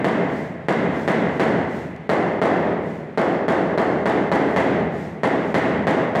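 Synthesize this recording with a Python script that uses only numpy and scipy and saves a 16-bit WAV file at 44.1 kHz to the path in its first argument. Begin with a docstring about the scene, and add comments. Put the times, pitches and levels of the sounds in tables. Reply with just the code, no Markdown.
"""Bedding a floor tile with a rubber mallet

A tiler strikes a tile a few metres away in a bare concrete room. Each blow is a short knock plus a tile clack,
returned by the walls as a long boom: shaped noise and standing waves that alter as the mallet moves.
Shaped noise gives faint gritty swishes between blows (perhaps a hand on the tile), one tick and still air.
Gain control flattens the attacks."""
import sys
import numpy as np
from scipy import signal
from scipy.fft import rfft, irfft
from scipy.io import wavfile
from scipy.ndimage import uniform_filter1d, minimum_filter1d

SR = 44100
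rng = np.random.default_rng(int(sys.argv[2]) if len(sys.argv) > 2 else 0)


def log_audio(samples):
    """Write samples as a 16-bit WAV file to the path given in sys.argv[1]."""
    # one column per channel
    frames = np.atleast_2d(samples).T
    # limit to full scale, then quantise
    limited = np.clip(frames, -1, 1)
    pcm = np.round(limited * 32767).astype(np.int16)
    wavfile.write(sys.argv[1], SR, pcm)


N = 273400

# colour of grit on the tile: (frequency [Hz], relative level [dB/Hz])
GRIT_SPECTRUM = [(500, -18), (2500, 10), (5000, 3.5), (7500, 1), (9500, -7.5), (15500, -12.5)]


def mallet(level_db=4, boom_db=-18.0, modes_db=-32, clack_level_db=-24.0, size=98304):
    """Blows on nearly the same spot wake nearly the same echoes; short waves change first as the spot moves."""
    # blows: (time [s], force [dB], hollowness of the spot [dB], clack pitch [Hz])
    blows = [ (-.27, 0.5, 6, 3400), (.045, .5, 2.5, 3420), (0.6854, 1.5, 3.5, 3290), (1.0778, .5, 4, 3390),
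             (1.397, 0.5, 3, 4000), (2.0933, 1.5, 0, 4000), (2.4166, 4.5, -0.7, 3204),
             (3.1754, 0.5, -1.5, 4010), (3.4824, 1.5, -1.5, 3326), (3.777, 0.5, -2, 4005),
             (4.0575, -0.5, 0.5, 3300), (4.3168, 1.5, -0.2, 3930), (4.563, 1.7, 2.5, 3310),
             (5.2343, -0.5, 1.5, 3290), (5.5436, 1, 4.5, 3810), (5.8701, -0.2, 1, 3390),
             (6.1525, -4.5, -2, 3310)]
    # radiation of mallet and bedded tile: (frequency [Hz], relative level [dB/Hz])
    thud_spectrum = [(25, -40.5), (68, -28), (82, -14), (110, -12), (165, 2.5), (400, 3), (680, 0.5),
                     (1300, -11), (1700, -10.5), (2070, -11), (2300, -21.5), (3300, -26.5), (5000, -40),
                     (7500, -44), (15500, -63.5)]
    # a hollow spot thumps deeper, clicks brighter: (frequency [Hz], gain per dB of hollowness [dB/dB])
    hollow_tilt = [(190, 1.0), (330, 0), (650, 0.23), (1050, -0.25), (1700, 1.01), (3500, 0.95)]
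    # standing waves of the room: (frequency [Hz], relative level [dB])
    room_modes = [(81, 1.5), (178, -17.5), (285, -19), (312, -6.5), (361, 2), (398, 4), (431, 3.5),
                  (484, -1), (554, -1), (630, -0.5), (657, 4.5), (721, -6.5), (759, -10), (824, 4.5),
                  (921, -20), (991, -19.5)]
    aim_m = 0.017  # typical distance between successive blows
    shift_s, shift_m = 1.9, 0.18  # one move, in a pause, to another part of the tile
    clack_choke = 0.5  # dB of clack lost per dB of hollowness: a solid spot clacks hardest

    hz = np.fft.rfftfreq(size, 1 / SR)
    t = np.arange(size) / SR
    wavenumber = 2 * np.pi * hz / 343  # rad/m
    mode_hz, mode_db = np.transpose(room_modes)
    mode_wavenumber = np.interp(mode_hz, hz, wavenumber)
    waves = gain_of(modes_db + mode_db)[:, None] * np.exp(2j * np.pi * mode_hz[:, None] * t)
    phases = rng.uniform(0, 2 * np.pi, len(mode_hz))
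    echoes = rfft(rng.standard_normal(size))
    early = first_arrivals(hz)
    out = np.zeros(N)
    previous_s = -np.inf
    for s, force_db, hollow_db, clack_hz in blows:
        move_m = shift_m if previous_s < shift_s <= s else aim_m
        previous_s = s
        alike = np.exp(-wavenumber * move_m)
        fresh = rfft(rng.standard_normal(size))
        echoes = alike * echoes + np.sqrt(1 - alike ** 2) * fresh
        phases = phases + mode_wavenumber * move_m * rng.standard_normal(len(mode_hz))

        standing = (np.exp(1j * phases) @ waves).real
        room = gain_of(boom_db) * die_away(irfft(echoes) + standing)
        room[:size // 2] += early[:size // 2]

        spectrum = [(f, db + hollow_db * read(hollow_tilt, f)) for f, db in thud_spectrum]
        knock = signal.fftconvolve(room, causal_pulse(spectrum))
        add(out, s, gain_of(level_db + force_db) * knock)
        clack_db = clack_level_db + force_db - clack_choke * hollow_db
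        add(out, s, gain_of(clack_db) * clack(clack_hz, room))
    return out


def clack(hz, room, t60_s=0.0094, upper_hz=4300, upper_db=-4, wall_s=0.0056, wet_db=-9):
    """Two bending modes of the tile, choked by the mortar; they beam sideways and arrive off the near wall."""
    t = np.arange(2048) / SR
    modes = np.sin(2 * np.pi * hz * t) + gain_of(upper_db) * np.sin(2 * np.pi * upper_hz * t)
    ring = modes * np.exp(-np.log(1000) * t / t60_s)
    path = gain_of(wet_db) * room / np.linalg.norm(room)
    path[round(wall_s * SR)] += 1
    return signal.fftconvolve(path, ring)


def first_arrivals(hz, treble_hz=5200):
    """Direct sound and single reflections; the treble comes off some walls more strongly."""
    # direct sound and nearest walls: (delay [s], level [dB], extra treble [dB])
    arrivals = [(0, 5.5, 4.5), (.0064, -11.5, -0.5), (0.013, -3, -2), (0.022, -4, 10), (0.0363, -3, -2.5),
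                (0.041, 2, 9)]
    treble = 1 / (1 + (treble_hz / (hz + 1)) ** 6)
    response = 0
    for delay_s, db, extra_db in arrivals:
        # minus sign: arrivals are inverted
        response = response - gain_of(db + extra_db * treble) * np.exp(-2j * np.pi * hz * delay_s)
    return irfft(response)


def die_away(field, build_s=0.0021, scatter=0.94, scatter_s=0.18, scatter_hz=2500):
    """Nearby things scatter bright sound at once; then each band of the room fades at its own rate."""
    # decay of the room: (frequency [Hz], time to fall 60 dB [s])
    room_t60 = [(80, 3.27), (200, 1.73), (560, 1.5), (1500, 1.31), (2100, 1.566), (4000, 1.056),
                (7500, 0.9), (13000, 0.43)]
    hz, t, z = signal.stft(field, SR, nperseg=512)
    brightness = (hz / (hz + scatter_hz))[:, None]
    z = z * (1 + scatter * brightness * np.exp(-t / scatter_s))
    fade_db = -60 * t / read(room_t60, hz)[:, None]
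    tail = signal.istft(z * gain_of(fade_db), SR, nperseg=512)[1]
    build = 1 - np.exp(-(np.arange(len(field)) / SR / build_s) ** 2)
    return tail[:len(field)] * build


def causal_pulse(points, size=8192):
    """Minimum-phase pulse of unit energy: the most compact one with this spectrum and a causal start."""
    hz = abs(np.fft.fftfreq(size, 1 / SR))
    log_gain = np.log(gain_of(read(points, hz)))
    spectrum = np.exp(np.conj(signal.hilbert(log_gain)))
    pulse = irfft(spectrum[:size // 2 + 1])[:size // 2]
    return pulse / np.linalg.norm(pulse)


def swishes(swell_s=0.092, fade_s=0.14):
    """Fine grit rubbed over the glaze: each stroke swells and trails off."""
    # strokes: (start [s], level [dB])
    strokes = [(.28, -52.5), (.91, -51), (1.29, -55), (1.67, -52.5), (2.81, -57.5), (4.44, -54),
               (4.91, -53.5), (5.40, -55)]
    t = np.arange(N) / SR
    power = np.zeros(N)
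    for s, db in strokes:
        rise = np.clip((t - s) / swell_s, 0, 1)
        fall = np.maximum(t - s - swell_s, 0) / fade_s
        power += gain_of(db) ** 2 * rise * np.exp(-2 * fall ** 2)
    return np.sqrt(power) * noise(GRIT_SPECTRUM)


def tick(tick_s=1.9635, tick_db=-31):
    """One faint dry tick, perhaps a grain of grit: a single pulse of the grit spectrum."""
    out = np.zeros(N)
    add(out, tick_s, gain_of(tick_db) * causal_pulse(GRIT_SPECTRUM))
    return out


def still_air(level_db=-48):
    """Quiet background of the building: steady coloured noise."""
    # background colour: (frequency [Hz], relative level [dB/Hz])
    air_spectrum = [(20, -24.5), (60, -8.5), (85, -2.5), (120, -7), (400, 1), (2000, 1), (5000, -23),
                    (8000, -30.5), (15000, -45.5)]
    return gain_of(level_db) * noise(air_spectrum)


def gain_of(db):
    """Decibels to amplitude."""
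    return 10 ** (np.asarray(db) / 20)


def read(points, hz):
    """Curve through the points, linear on a log-frequency axis."""
    f, value = np.transpose(points)
    return np.interp(np.log(hz + 1), np.log(f), value)


def add(mix, s, sound):
    """Mixes a sound in at time s, cropped to the mix."""
    start = round(s * SR)
    sound = sound[max(-start, 0):]
    part = mix[max(start, 0):][:len(sound)]
    part += sound[:len(part)]


def noise(points):
    """Gaussian noise filtered to a spectrum, rms 1."""
    gain = gain_of(read(points, np.fft.rfftfreq(N, 1 / SR)))
    x = irfft(rfft(rng.standard_normal(N)) * gain, N)
    return x / x.std()


def scene():
    """Sum of mallet, swishes, tick and still air, one channel."""
    return (mallet() + swishes() + tick() + still_air())[None]


def record(dry, threshold_db=-16.0, ratio=6, recover_db_per_s=30, ahead_s=0.012, sense_s=0.0083,
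           rail=1.0, edge_hz=15650):
    """Look-ahead gain control dips before loud blows, then recovers; peaks round off; then the band limit."""
    power = uniform_filter1d(dry[0] ** 2, int(sense_s * SR))
    level_db = 10 * np.log10(abs(power) + 1e-12)
    over_db = np.maximum(level_db - threshold_db, 0) * (1 - 1 / ratio)
    # instant cut, steady recovery
    recovery_db = np.arange(N) * recover_db_per_s / SR
    cut_db = np.maximum.accumulate(over_db + recovery_db) - recovery_db
    ahead = int(ahead_s * SR)
    gain_db = uniform_filter1d(minimum_filter1d(-cut_db, 2 * ahead), ahead)
    held = dry * gain_of(gain_db)
    rounded = held / (1 + (held / rail) ** 8) ** (1 / 8)
    band = signal.firwin(511, edge_hz, window=("kaiser", 9), fs=SR)
    return signal.oaconvolve(rounded, band[None], "same")


dry = scene()
out = record(dry)
log_audio(out)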